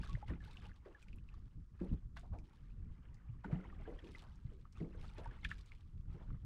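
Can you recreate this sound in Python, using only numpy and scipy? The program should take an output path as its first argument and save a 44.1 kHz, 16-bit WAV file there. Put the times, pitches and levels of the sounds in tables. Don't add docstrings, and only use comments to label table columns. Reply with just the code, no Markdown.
import sys
import numpy as np
from scipy import signal
from scipy.fft import rfft, irfft, next_fast_len
from scipy.io import wavfile
from scipy.ndimage import uniform_filter1d, map_coordinates

SR = 44100
rng = np.random.default_rng(int(sys.argv[2]) if len(sys.argv) > 2 else 0)


def unload_audio(sound):
    columns = np.transpose(np.atleast_2d(sound))
    steps = np.round(np.clip(columns, -1, 1) * 32767)
    wavfile.write(sys.argv[1], SR, steps.astype(np.int16))


N = 284445
TOP_HZ = 15700

# [t/s, peak level/dB before a trim, f/Hz at the start, time to fade 60 dB/s, level of the hull's rumble/dB]
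AIR_POCKETS = [(.137, -31.5, 120, 0.072, -41.5), (.28, -57, 103, 0.13, -47.5), (.315, -42, 159, 0.3, -46.5),
               (1.812, -39, 178.8, 0.36, -49.5), (1.913, -31.5, 208, 0.079, -40),
               (1.923, -32, 140.7, 0.1, -50.5), (2.053, -42, 117.6, 0.11, -48.5),
               (2.312, -35, 86, 0.079, -46.5), (3.29, -38.5, 112.4, 0.21, -50),
               (3.526, -26, 147.8, 0.12, -47), (3.55, -33.5, 176, 0.21, -56.5),
               (4.447, -35.5, 121.5, 0.082, -51.5), (4.81, -35.5, 157, 0.21, -51),
               (5.501, -46.5, 72.6, 0.14, -50.5), (5.992, -42, 114.5, 0.095, -51.5),
               (6.082, -39.5, 94, 0.021, -47), (6.144, -42.5, 139, 0.1, -63)]
# [t/s, peak level/dB before a trim, f/Hz at the start, time to fade 60 dB/s]
SINGLE_BUBBLES = [(.033, -44, 1720, 0.012), (0.035, -48.5, 1200, 0.029), (0.063, -52, 1285, 0.064),
                  (.093, -52.5, 1120, 0.14), (0.152, -41, 2050, 0.0098), (.171, -51.5, 574, 0.043),
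                  (0.216, -54.5, 1300, .037), (.226, -41.5, 810, 0.047), (.405, -55, 1760, 0.08),
                  (.571, -43.5, 3060, 0.0087), (0.655, -50, 3030, 0.0089), (.658, -51.5, 810, 0.034),
                  (.716, -51.5, 1830, 0.01), (0.948, -51.5, 1745, 0.063), (1.026, -56.5, 2580, 0.046),
                  (1.085, -51.5, 2650, 0.0057), (1.13, -52, 2760, 0.017), (1.185, -57.5, 2780, 0.012),
                  (1.289, -52.5, 2750, 0.012), (1.341, -54, 1230, 0.012), (2.17, -53, 640, .08),
                  (2.387, -57, 2530, 0.021), (3.443, -41, 894, 0.032), (3.445, -42.5, 1500, 0.033),
                  (3.498, -50, 690, 0.019), (3.65, -50.5, 1010, 0.028), (3.726, -51.5, 1220, 0.033),
                  (3.991, -52.5, 3410, 0.024), (4.149, -45.5, 2100, 0.035), (4.653, -51.5, 1264, 0.038),
                  (4.772, -52.5, 1270, .023), (5.258, -41.5, 920, 0.052), (5.432, -54, 2170, 0.12),
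                  (5.448, -28.5, 2650, 0.0074), (5.448, -35, 3560, 0.013), (5.451, -30, 1860, 0.012),
                  (5.506, -48, 3000, .025), (5.509, -52, 3260, .017), (5.5146, -30.5, 1855, 0.013),
                  (5.519, -46, 1335, .05), (5.719, -44.5, 2400, 0.013), (6.304, -50.5, 1310, 0.011)]
# [f/Hz, relative level/dB]
LOW_RUMBLE = [(10, -8.5), (30, 3.5), (60, -1), (110, -7.5), (170, -12.5), (260, -22.5), (450, -37.5),
              (900, -62), (3000, -102)]


def amp(db):
    return 10 ** (np.asarray(db) / 20)


def unit(x):
    return x / np.sqrt(np.mean(x ** 2) + 1e-20)


def curves(rows):
    s, *columns = np.transpose(rows)
    t = np.arange(N) / SR
    return [np.interp(t, s, column) for column in columns]


def wobble(rate):
    points = rng.standard_normal(int(N * rate / SR) + 4)
    return map_coordinates(points, [np.arange(N) * rate / SR])


def filtered(x, response):
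    m = next_fast_len(len(x) + 8192)
    hz = np.fft.rfftfreq(m, 1 / SR)
    return irfft(rfft(x, m) * response(hz), m)[:len(x)]


def spectrum_gain(points, hz):
    f, db = np.transpose(points)
    return amp(np.interp(np.log(hz + 1), np.log(f), db))


def coloured(x, points):
    return unit(filtered(x, lambda hz: spectrum_gain(points, hz)))


def resonance(f, hz, q):
    return 1j * f * hz / q / (hz * hz - f * f + 1j * f * hz / q)


def even(x, seconds):
    size = int(seconds * SR)
    power = uniform_filter1d(uniform_filter1d(unit(x) ** 2, size), size)
    return unit(x / np.sqrt(np.abs(power) + 0.015))


def add(track, s, sound):
    start = int(np.clip(round(s * SR), 0, N - 1))
    track[start:start + len(sound)] += sound[:N - start]


def ring(hz, t60, glide, attack_cycles):
    t = np.arange(int(t60 * SR) + 2) / SR
    pitch = hz * 2 ** (glide * t / t60)
    shape = amp(-60 * t / t60) * (1 - np.exp(-(t * hz / attack_cycles) ** 2))
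    return shape / shape.max() * np.sin(2 * np.pi * np.cumsum(pitch) / SR)


def bubbles(count, hz, spread, cycles, size_db):
    chance = rng.random((count, 5))
    t = np.arange(min(SR // 25, 3000000 // count)) / SR
    octaves = spread * (chance[:, :1] + chance[:, 1:2] - 1)
    pitch = np.minimum(hz * 2 ** octaves, TOP_HZ)
    age = t * pitch / cycles
    size = amp(-size_db * np.log(1 - .96 * chance[:, 2:3]))
    slide = 1 + 0.43 * (chance[:, 4:] - .4) * np.minimum(age, 1)
    tone = np.sin(2 * np.pi * pitch * t * slide)
    rings = size * tone * amp(-60 * age) * (1 - np.exp(-t * pitch))
    where = (chance[:, 3:4] * N).astype(int) + np.arange(len(t))
    return unit(np.bincount(where.ravel(), rings.ravel(), N)[:N])


def river():
    # [f/Hz, relative level/dB]
    ripple_colour = [(100, 17.5), (600, -25.5), (1200, 0), (2500, -22), (5000, -15.5), (9000, -22),
                     (12000, -28), (16000, -19.5)]
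    return amp(-77.5) * coloured(rng.standard_normal(N), ripple_colour)


def wind():
    # [t/s, level/dB before the lift below]
    wind_curve = [(0, -45.5), (.08, -49), (.5, -55), (.77, -59), (1.02, -59.5), (1.12, -54), (1.62, -53),
                  (1.76, -57.5), (2.42, -53), (2.56, -64), (2.7, -51.5), (2.9, -53), (3.05, -60),
                  (3.7, -52.5), (4.6, -59), (5, -51), (5.8, -56.5), (6.3, -49.5)]
    lift_db, gust_db = 1, 3.5
    level_db, = curves(wind_curve)
    rumble = even(coloured(rng.standard_normal(N), LOW_RUMBLE), seconds=0.045)
    gusty = unit(rumble * amp(gust_db * wobble(24)))
    return amp(level_db + lift_db) * gusty


def surge_levels():
    # [t/s of the crest, churn level/dB, spray level/dB, build time/s, time to fade 60 dB/s]
    swells = [(.05, -65.5, -74.5, 0.11, 0.7), (.3, -58.5, -80, 0.026, 0.27), (.47, -67, -76, 0.046, 1.18),
              (.64, -66.5, -77, 0.012, 0.27), (.76, -81.5, -100, 0.035, 1.5),
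              (.88, -74.5, -96.5, 0.022, 1.7), (1.02, -79.5, -87, .04, 0.36),
              (1.351, -80.5, -94, 0.097, 1.5), (1.87, -74.5, -87, 0.085, 0.82),
              (2.181, -77, -78, 0.022, 0.33), (2.49, -78, -89, 0.052, 2.2), (3.101, -77, -107.5, 0.29, 4.8),
              (3.54, -66, -86.5, 0.027, 1.97), (3.9, -71, -86.5, .14, 1.9), (4.19, -73, -77.5, 0.13, .65),
              (4.5, -83, -90, 0.14, 1.2), (4.792, -66.5, -81, 0.044, 0.42), (5.03, -72, -80.5, 0.11, 1.5),
              (5.199, -67.5, -82.5, 0.075, 2), (5.47, -80.5, -74.5, 0.042, 0.854),
              (5.721, -80, -84, 0.16, 0.77), (6.16, -75.5, -90.5, 0.11, 2.1)]
    calm_churn_db, calm_spray_db = -91, -104
    t = np.arange(N) / SR
    churn, spray = amp(calm_churn_db) ** 2, amp(calm_spray_db) ** 2
    for s, churn_db, spray_db, build, t60 in swells:
        building = np.exp(-((t - s) / build) ** 2)
        draining = amp(-60 * np.abs(t - s) / t60)
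        shape = np.where(t < s, building, draining)
        churn = churn + (amp(churn_db) * shape) ** 2
        spray = spray + (amp(spray_db) * shape) ** 2
    return 10 * np.log10(churn), 10 * np.log10(spray)


def wash():
    # [f/Hz, relative level/dB]
    spray_colour = [(900, -27.5), (2000, -3), (3400, -1.5), (4200, -4.5), (5200, -9.5), (7000, -16.5),
                    (9500, -17.5), (12000, -28), (15500, -24)]
    # [f/Hz, relative level/dB]
    churn_colour = [(120, -6), (300, 4.5), (450, 3.5), (650, -3), (1200, 1), (2000, -5), (3100, -10.5),
                    (4500, -30.5), (7000, -44)]
    churn_db, spray_db = surge_levels()
    vigour = np.clip((churn_db + 92.5) / 18, .25, 1)

    gurgle = even(bubbles(count=2300, hz=1497, spread=1.35, cycles=56, size_db=12.0), seconds=0.078)
    churn = 0.74 * coloured(rng.standard_normal(N), churn_colour) + 0.55 * vigour * gurgle

    crackle = bubbles(count=3800, hz=6434, spread=1.5, cycles=48, size_db=5)
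    crackle = even(coloured(crackle, spray_colour), seconds=0.32)
    mist = rng.standard_normal(N) * amp(5.8 * wobble(350))
    spray = 0.95 * coloured(mist, spray_colour) + 0.67 * vigour * crackle

    churn_gain = amp(churn_db + 0.08 + 3.5 * wobble(40))
    spray_gain = amp(spray_db + 2.5 + 3.5 * wobble(32))
    return churn_gain * churn + spray_gain * spray


def trickle(count):
    lift_db, follow, scatter_db = 3, 1.14, 2
    middle_hz, octaves, cycles = 1542, 2.1, 42
    out, churn_db = np.zeros(N), surge_levels()[0]
    mean_db = churn_db.mean()
    for k, (at, size, loud, slide) in enumerate(rng.random((count, 4))):
        s = (k + at) / count * (N - 1) / SR
        hz = middle_hz * 2 ** (octaves * (size - .5))
        db = mean_db + follow * (churn_db[int(s * SR)] - mean_db)
        db += lift_db + scatter_db * (2 * loud - 1)
        add(out, s, amp(db) * ring(hz, cycles / hz, glide=slide - .5, attack_cycles=1.9))
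    return out


def droplets(count):
    lift_db, scatter_db = 4, 4.5
    middle_hz, octaves, cycles = 6410, 1.8, 38
    out, spray_db = np.zeros(N), surge_levels()[1]
    for k, (at, size, loud) in enumerate(rng.random((count, 3))):
        s = (k + at) / count * (N - 1) / SR
        hz = min(middle_hz * 2 ** (octaves * (size - .5)), TOP_HZ)
        db = spray_db[int(s * SR)] + lift_db - scatter_db * np.log(1 - .95 * loud)
        add(out, s, amp(db) * ring(hz, cycles / hz, glide=0.092, attack_cycles=0.93))
    return out


def splats():
    # [t/s, peak level/dB, centre f/Hz]
    small_splashes = [(.075, -54, 3400), (.131, -52, 3230), (.451, -57, 2520), (.512, -56, 4000),
                      (.622, -55.5, 1780), (.762, -62, 3500), (1.027, -60.5, 6350), (1.084, -64, 4240),
                      (1.341, -65, 4000), (1.16, -62.5, 10000), (2.1696, -45.5, 1330), (2.174, -49, 2980),
                      (2.196, -59, 6960), (2.388, -61, 5280), (3.145, -62.5, 5200), (4.045, -55, 2770),
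                      (4.184, -55, 3300), (4.194, -52, 3000), (4.223, -63.5, 7800), (4.358, -66, 5300),
                      (4.726, -60, 5500), (5.183, -52.5, 3060), (5.491, -53, 3900), (5.611, -57, 3940),
                      (5.661, -62, 6930)]
    tick_db, tick_ratio = -12.5, 1.04
    out, t = np.zeros(N), np.arange(SR // 16) / SR
    lead = SR // 200
    contact = t - t[lead]
    pinches = [(s, db + tick_db, hz * tick_ratio) for s, db, hz, t60 in SINGLE_BUBBLES]
    for s, db, hz in list(small_splashes) + pinches:
        fade = amp(-60 * np.maximum(contact / 0.082, -contact / 0.043))
        burst = 0.05 * rng.standard_normal(len(t)) * fade
        burst[lead] += 1
        tick = filtered(burst, lambda f: resonance(f, hz, q=1.54) ** 2 + 0.012 * resonance(f, hz, q=1.0))
        add(out, s - t[lead], amp(db) * tick / np.abs(tick).max())
    return out


def plops():
    level_hz, glide_slope = 1070, .5
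    out = np.zeros(N)
    for s, db, hz, t60 in SINGLE_BUBBLES:
        glide = glide_slope * np.log2(level_hz / hz)
        add(out, s, amp(db - 5.5) * ring(hz, t60, glide, attack_cycles=1.2))
    return out


def hull_echo(x):
    t = np.arange(SR // 8) / SR
    tail = rng.standard_normal(len(t)) * amp(-60 * t / 0.042) * (1 - np.exp(-t / 0.0017))
    return signal.fftconvolve(x, tail / np.linalg.norm(tail))[:N]


def bounce(x, delay, share):
    def response(f):
        late = np.exp(-2j * np.pi * f * delay)
        return 1 + share * late / (1 + (f / 4500) ** 2)
    return filtered(x, response)


def heave():
    half_length_s, lag_s = 0.031, 0.013
    hull_hz = 72.6
    t = np.arange(N) / SR
    push = sum(amp(heave_db) * np.exp(-((t - s - lag_s) / half_length_s) ** 2)
               for s, *_, heave_db in AIR_POCKETS)
    rumble = coloured(rng.standard_normal(N), LOW_RUMBLE)
    hull = filtered(rumble, lambda f: resonance(f, hull_hz, q=.75))
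    return push * even(hull, seconds=0.049)


def thumps():
    out = np.zeros(N)
    for s, db, hz, t60, _ in AIR_POCKETS:
        add(out, s, amp(db - 4.0) * ring(hz, t60, glide=0.34, attack_cycles=0.51))
    return out


def planks(x):
    # [f/Hz, quality (higher rings longer), relative level/dB]
    hull_modes = [(182.6, 7.4, 9), (299, 2.3, -4), (414, 43, -14.5)]
    return filtered(x, lambda f: sum(amp(db) * resonance(f, hz, q) for hz, q, db in hull_modes))


def rush(hz, rise, t60):
    t = np.arange(SR // 2) / SR
    impacts = rng.standard_normal(len(t)) * amp(4.86 * rng.standard_normal(len(t)))
    patter = filtered(impacts, lambda f: resonance(f, hz, q=1.49) ** 2 + 0.032 * resonance(f, hz, q=0.83))
    cavities = np.zeros(N)
    for at, size in rng.random((int(hz / 8), 2)):
        pitch = hz * 2 ** (1.54 * (size - .5))
        gulp = ring(pitch, t60=18 / hz, glide=0.31, attack_cycles=0.84)
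        add(cavities, at * t[-1] - .01, gulp)
    body = even(unit(patter) + 0.73 * unit(cavities[:len(t)]), seconds=0.024)
    return body * np.minimum(t / rise, 1) * amp(-60 * np.maximum(t - rise, 0) / t60)


def slaps():
    # [t/s of the body, body level/dB, centre f/Hz, rise time/s, time to fade 60 dB/s, smack level/dB]
    plank_hits = [(.3, -48, 252, 0.0081, 0.21, -61), (.858, -55, 433, 0.0029, 0.27, -64),
                  (1.807, -44.5, 320, 0.0084, 0.26, -64), (1.904, -46.5, 216, 0.032, .12, -71),
                  (2.231, -60.5, 712, 0.0061, 0.18, -75), (2.319, -54.5, 725, 0.024, 0.2, -90),
                  (2.326, -62, 257, 0.017, 0.65, -86), (3.447, -51, 232.5, .003, 0.44, -53.5),
                  (3.494, -54, 496, 0.0099, 0.54, -64), (3.525, -59.5, 263, .004, 1, -55),
                  (3.874, -47.5, 420, 0.0066, 0.3, -77), (4.02, -57, 318, 0.028, .48, -83),
                  (4.22, -63, 960, 0.0072, 0.46, -73), (4.514, -62.5, 350, 0.0052, 0.33, -79),
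                  (4.8, -47, 306, 0.015, 0.34, -72.5), (4.942, -62, 412, .0067, 0.37, -68),
                  (5.035, -58.5, 859, 0.0096, 0.06, -87), (5.181, -52, 552, .0027, 0.28, -60),
                  (5.441, -53, 2400, 0.0047, .1, -63), (5.501, -54, 2170, 0.01, 0.043, -76),
                  (6.131, -61, 388, 0.034, 0.12, -84), (6.203, -62.5, 670, 0.0047, .26, -85)]
    smack_lead_s = 0.0079
    out = np.zeros(N)
    for s, db, hz, rise, t60, smack_db in plank_hits:
        smack = rush(hz=1482, rise=0.009, t60=0.12)
        add(out, s - rise - smack_lead_s, amp(smack_db) * smack)
        add(out, s, amp(db) * rush(hz, rise, t60))
    return amp(-4) * out


def scene():
    near = plops() + splats() + trickle(count=290) + droplets(count=190)
    waves = slaps()
    water = near + amp(-9.5) * hull_echo(near)
    water = water + waves + amp(1.5) * planks(waves) + wash()
    boat_side = bounce(water, delay=.00235, share=0.028)
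    return (boat_side + thumps() + heave() + river() + wind())[None]


def record(dry):
    # [f/Hz, level/dB]
    microphone_tone = [(5000, 1.5), (7000, 2.5), (9800, 1.5), (11500, -0.5), (15500, -4.5)]
    return filtered(dry[0], lambda hz: spectrum_gain(microphone_tone, hz) * (hz < TOP_HZ))[None]


dry = scene()
out = record(dry)
unload_audio(out)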